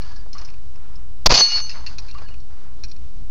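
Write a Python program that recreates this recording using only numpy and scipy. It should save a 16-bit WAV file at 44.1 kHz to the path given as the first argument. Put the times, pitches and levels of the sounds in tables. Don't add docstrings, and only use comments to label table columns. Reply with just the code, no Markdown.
import sys
import numpy as np
from scipy import signal
from scipy.fft import rfft, irfft
from scipy.io import wavfile
from scipy.ndimage import uniform_filter1d

SR = 44100
rng = np.random.default_rng(int(sys.argv[2]) if len(sys.argv) > 2 else 0)


def wav_out(sig):
    wavfile.write(sys.argv[1], SR, np.round(np.clip(np.atleast_2d(sig).T, -1, 1) * 32767).astype(np.int16))


def nominal_scale(level):
    x = np.asarray(level, float) / 20
    return 10 ** x


N = 145530


def evened(x):
    return x / np.sqrt(np.mean(x ** 2) + 1e-20)


def noise(points):
    f, db = np.transpose(points)
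    hz = np.fft.rfftfreq(N, 1 / SR)
    gain = nominal_scale(np.interp(np.log(hz + 1), np.log(f + 1), db, left=-70, right=-70))
    return evened(irfft(rfft(rng.standard_normal(N)) * gain, N))


def wobble(size):
    once = uniform_filter1d(rng.standard_normal(N), size=size)
    return evened(uniform_filter1d(once, size=size))


def shape(start, rise, hold, t60):
    t = np.arange(N) / SR - start
    return np.clip(t / rise, 0, 1) * nominal_scale(-60 * np.clip(t - hold, 0, 3 * t60) / t60)


def tone(hz):
    return np.sqrt(2) * np.sin(2 * np.pi * np.cumsum(hz) / SR)


def resonate(x, hz, width):
    turn = np.exp(2j * np.pi * hz * np.arange(len(x)) / SR)
    r = np.exp(-np.pi * width / SR)
    return 2 * (turn * signal.lfilter([1 - r], [1, -r], x / turn)).real


def muzzle(bright, dull):
    # t/s, f/Hz, level/dB, t60/s
    thump = (1.2598, 170, -5, .07)
    blast_s, hammer_lead_s = 1.2598, 0.003
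    blast = nominal_scale(6) * shape(blast_s, 0.00032, 0.0085, 0.024)
    hammer = nominal_scale(-27.5) * shape(blast_s - hammer_lead_s, 0.0015, hammer_lead_s, 0.0093)
    s, hz, db, t60 = thump
    push = nominal_scale(db) * shape(s, .001, .004, t60) * np.sin(2 * np.pi * hz * (np.arange(N) / SR - s))
    return (blast + hammer) * (bright + 0.41 * dull) + push


def echoes(returns, bright, dull):
    crack_power, boom_power = np.zeros(N), np.zeros(N)
    for s, hold, crack_db, boom_db, t60 in returns:
        power = shape(s, .002, hold, t60) ** 2
        crack_power += power * nominal_scale(2 * crack_db)
        boom_power += power * nominal_scale(2 * boom_db)
    shared = wobble(size=60)
    crack = nominal_scale(2 * shared) * np.sqrt(crack_power) * bright
    boom = nominal_scale(1.8 * shared + 1.5 * wobble(size=200)) * np.sqrt(boom_power) * dull
    return crack + boom


def shot():
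    # f/Hz, level/dB
    crack_colour, boom_colour = [(1200, -25), (2500, -11.5), (3800, -7), (4600, 3), (5500, -6.5),
                                 (6800, -9), (8000, -13.5)], [(100, -2.5), (300, -11.5), (650, -3), (1000, -3),
                                                 (1500, -10.5), (2500, -15.5), (4000, -27.5)]
    hill_colour, grass_colour = [(100, -21), (300, -17.5), (600, -8), (1000, -1), (1500, -5.5),
                                 (2500, -13.5), (4000, -23.5)], [(1200, -22.5), (2400, -5), (3300, -13.5), (4300, 1.5),
                                                (5100, 1.5), (5900, -10), (6800, -9.5), (8000, -21.5)]
    # t/s, hold/s, crack level/dB, boom level/dB, t60/s
    near = [
        (1.293, 0.006, -25.5, -29, .05),
        (1.3, 0.002, -16, -13, 0.04),
        (1.3045, 0.003, -11, -11, 0.02),
        (1.3125, 0.004, -10, -13.5, .025),
        (1.321, 0.0038, -9.5, -13, 0.068),
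        (1.339, 0.018, -9, -22, 0.05),
        (1.359, .012, -19, -30, .1),
        (1.375, 0.018, -14.5, -24.5, .1),
        (1.396, 0.017, -18, -24, 0.061),
    ]
    berms = [
        (1.419, 0.034, -27.5, -40.5, 0.28),
        (1.485, 0.04, -30, -47.5, 0.23),
        (1.515, 0.033, -33, -39, 0.15),
        (1.555, 0.03, -28.5, -39, 0.084),
        (1.59, 0.015, -33, -39.5, 0.055),
        (1.617, 0.12, -46.5, -53, 0.6),
        (1.755, 0.024, -55, -62, 0.18),
    ]
    far = [(0.0, .12, -52.5, -51.5, 0.55), (.35, 0.077, -55.5, -50.5, 0.68),
           (0.415, 0.0065, -47, -45, 0.07), (0.749, 0.25, -79, -59, 0.67), (1.74, 0.032, -62, -45.5, 0.45),
           (1.889, 0.041, -49, -51, 0.23), (1.99, 0.078, -53.5, -56.5, 0.37),
           (2.139, 0.088, -57, -52.5, 0.26), (2.216, 0.0086, -55, -47.5, 0.12),
           (2.279, 0.04, -62, -55.5, 0.29), (2.499, 0.17, -67.5, -58, 0.65)]
    bright, dull, hills = noise(crack_colour), noise(boom_colour), noise(hill_colour)
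    out = muzzle(bright, dull)
    out = out + echoes(near, bright, dull)
    out = out + echoes(berms, noise(grass_colour), hills)
    return out + echoes(far, bright, hills)


def plate():
    modes = [4387, 6159, 2874]
    # t/s, level/dB, rise/s, t60/s, shift/Hz
    swings = [
        [(1.338, -18.5, 0.0092, .2, 12.5), (1.368, -14.5, 0.01, 0.14, 3.5), (1.403, -9, 0.022, 0.27, -5.5),
         (1.512, -17, 0.046, 0.21, 6.5), (1.605, -35.5, 0.055, 0.24, 5.5), (1.755, -48, 0.013, 0.3, 7),
         (1.99, -64, .03, 1.1, 3), (2.245, -56.5, 0.024, 0.24, 4), (2.33, -68.5, 0.097, .2, 5)],
        [(1.362, -21, 0.011, 0.35, -10.5), (1.386, -15, .014, 0.12, 4), (1.455, -31.5, 0.032, 0.37, 2),
         (1.6, -32, 0.028, 0.2, 11), (1.72, -55.5, 0.021, 0.55, 12.5)],
        [(1.336, -29, 0.0097, 0.77, -1), (1.49, -31, .04, 0.18, -2.5), (2.25, -58.5, 0.02, 0.3, 2.5),
         (2.3, -60, 0.022, 0.18, -23)],
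    ]
    out = np.zeros(N)
    for hz, swells in zip(modes, swings):
        envs = np.array([nominal_scale(db) * shape(s, rise, rise, t60) for s, db, rise, t60, _ in swells])
        env = envs.sum(axis=0)
        shift = np.transpose(swells)[-1] @ envs / (env + 1e-12)
        flutter = nominal_scale(4.0 * wobble(size=300) / (1 + env / nominal_scale(-50.5)))
        out = out + tone(hz + shift) * env * flutter
    return out


def knocks():
    # t/s, hold/s, level/dB, t60/s
    hits = [
        (.257, .012, -48, .05),
        (0.417, 0.0038, -48.5, 0.035),
        (1.994, 0.008, -50, 0.077),
        (2.045, .008, -54, .05),
        (2.19, .012, -49, .05),
        (2.216, 0.0064, -43.5, 0.062),
        (2.283, .006, -52.5, .04),
        (2.303, .005, -53, .04),
    ]
    # f/Hz, level/dB
    colour = [(200, -10), (350, 1.5), (700, -1.5), (1300, -10), (2500, -26)]
    return noise(colour) * sum(nominal_scale(db) * shape(s, .002, hold, t60) for s, hold, db, t60 in hits)


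def slaps():
    # t/s, f/Hz, level/dB, length/s
    notes = [(.349, 1120, -43, .017), (2.149, 1110, -44, .019), (2.178, 1070, -53, .03),
             (.158, 1680, -57, .03), (.163, 4750, -57, .05), (2.235, 1660, -54, .028),
             (2.102, 2740, -57, .035), (2.155, 2790, -56, .04), (.005, 1700, -57, .06),
             (.085, 1700, -57, .05), (.21, 1690, -60, .03), (.01, 2860, -58, .04), (.34, 2850, -61, .1),
             (2.22, 4750, -58, .02), (1.335, 2480, -29, .035)]
    t, out = np.arange(N) / SR, np.zeros(N)
    waver = wobble(size=150)
    for s, hz, db, length in notes:
        lift = .1 * (hz < 1200) * np.clip((t - s) / length, 0, 1.3) ** 3
        level = nominal_scale(db + 2.0 * waver) * shape(s, .003, length, .03)
        out = out + level * tone(hz * (1 + lift) + 12 * waver)
    return out


def brass():
    # t/s, middle ring level/dB, low ring level/dB, high ring level/dB, rattle/ms
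    early, late = [(.0205, -28.5, -48, -45, 2.4), (.16, -35, -65, -47, 8.6), (.3311, -30.5, -58, -34, 5.9),
                   (.3826, -32, -48, -36, 6.8), (.414, -41, -51, -43, 2.9), (.449, -39, -58, -38, 6.46),
                   (.478, -51, -60, -49, 6), (.488, -39, -44.5, -62, 1.8), (.5014, -42, -50, -51, 3),
                   (.5406, -47, -49, -64, 2), (.7585, -49, -52.5, -53, 2), (.9558, -46, -68, -45, 3)], [(1.9844, -21.5, -36, -32.5, 4), (2.085, -31.5, -43.5, -59, 10),
                                  (2.1126, -28.5, -57, -44.5, 1.2), (2.1427, -39, -60.5, -61, 4),
                                  (2.184, -33, -44, -65, 2.8), (2.2865, -36.5, -44, -65.5, 2.6),
                                  (2.342, -44, -45, -66, 1.3), (2.4025, -44, -65, -52.5, 2),
                                  (2.837, -23, -39, -32, 5.7), (2.883, -45, -61, -47.5, 16),
                                  (2.9155, -29.5, -51.5, -42, 2.8), (2.9638, -41.5, -54.5, -53.5, 2)]
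    clacks = [
        (1.6955, -22, -34, -28, 8.8),
        (1.7134, -24, -41, -37, 6.5),
        (1.8647, -16.5, -34, -62, 3.6),
        (1.8724, -22, -35, -52, 7.2),
    ]
    # f/Hz, width/Hz, level/dB
    early_case = [
        [(4330, 94, 0)],
        [(2470, 390, 0)],
        [(5184, 150, 5.5), (5610, 82, 1), (6600, 66, -24)],
    ]
    late_case = [
        [(4255, 220, 0)],
        [(2480, 154, 4), (2030, 110, -14.5), (1620, 170, -5)],
        [(4820, 110, 6), (5550, 60, 12.5), (6780, 180, -34)],
    ]
    bench = [
        [(4366, 128, 0), (3620, 81, -22)],
        [(2700, 110, 3), (1910, 240, -12)],
        [(5010, 160, 11), (6540, 280, -15)],
    ]
    out, t = np.zeros(N), np.arange(4000) / SR
    for ticks, body in (early, early_case), (late, late_case), (clacks, bench):
        for s, middle_db, low_db, high_db, rattle in ticks:
            t60 = 0.064 * (rattle + 2.8) / 10
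            drive = nominal_scale(-60 * np.maximum(t - rattle / 1e3, 0) / t60) * rng.standard_normal(len(t))
            drive[0] = 14
            for db, rings in zip([middle_db - 10.5, low_db, high_db], body):
                ring = sum(nominal_scale(ring_db) * resonate(drive, hz, width) for hz, width, ring_db in rings)
                ring = ring / np.sqrt(np.mean(ring[:400] ** 2))
                part = out[round(s * SR):][:len(t)]
                part += (nominal_scale(db - 4.5) * ring)[:len(part)]
    return out


def air():
    # f/Hz, density/dB
    wind_colour, hiss_colour = [(4.7, -29.5), (8.0, -8), (16, -14), (27, -14), (67, -17), (108, -28),
                                (250, -43.5), (320, -83.5), (550, -120)], [(88, -49.5), (150, -8.5), (222, -3), (449, -10), (487, -11.5),
                                              (1280, -15), (1440, -23.5), (4900, -20.5), (7500, -23),
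                                              (9750, -70.5), (16500, -120)]
    # t/s, length/s, level/dB
    sag = (1.36, .15, -10)
    s, length, duck_db = sag
    duck = nominal_scale(duck_db * shape(s, .02, length, 0.304))
    wind = nominal_scale(-37.5 + 1.8 * wobble(size=2000)) * duck * noise(wind_colour)
    hiss = nominal_scale(-55 + .9 * wobble(size=3000)) * noise(hiss_colour)
    return wind + hiss


def scene():
    return (shot() + plate() + knocks() + slaps() + brass() + air())[None]


def band_limited(x, edge_hz):
    taps = signal.firwin(91, edge_hz, window=("kaiser", 8), fs=SR)
    return signal.oaconvolve(x, taps, "same")


def band_limit(x):
    return signal.sosfilt(signal.butter(12, 15870, fs=SR, output="sos"), x)


def record(dry):
    # t/s, offset/full scale
    swing = [
        (1.266, -0.0058),
        (1.2715, -0.97),
        (1.292, -0.26),
        (1.3, -0.081),
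        (1.321, 0.14),
        (1.324, 0.89),
        (1.339, 0.36),
        (1.39, 0.16),
        (1.62, 0.00024),
    ]
    # t/s, length/s, level/dB
    leaks = [
        (1.26, 0.0091, -15),
        (1.34, 0.0072, -18),
        (1.3545, .0015, -17),
        (1.407, .001, -21.5),
        (1.4105, 0.002, -13),
        (1.4265, .001, -25),
    ]
    offset, rail_low, rail_high = -.168, -.515, .55
    bias = uniform_filter1d(np.interp(np.arange(N) / SR, *np.transpose(swing)), size=40)
    railed = np.clip(dry[0] + offset + bias, rail_low, rail_high) - offset
    railed = railed + 0.013 * np.minimum(dry[0], 1)
    kept, fringe = band_limited(railed, 6736), band_limited(railed, 8300)
    gate = sum(nominal_scale(db) * shape(s, 0.00061, length, .004) for s, length, db in leaks)
    out = kept + nominal_scale(-19) * (fringe - kept) + gate * (railed - fringe) + offset
    return band_limit(out[None])


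dry = scene()
out = record(dry)
wav_out(out)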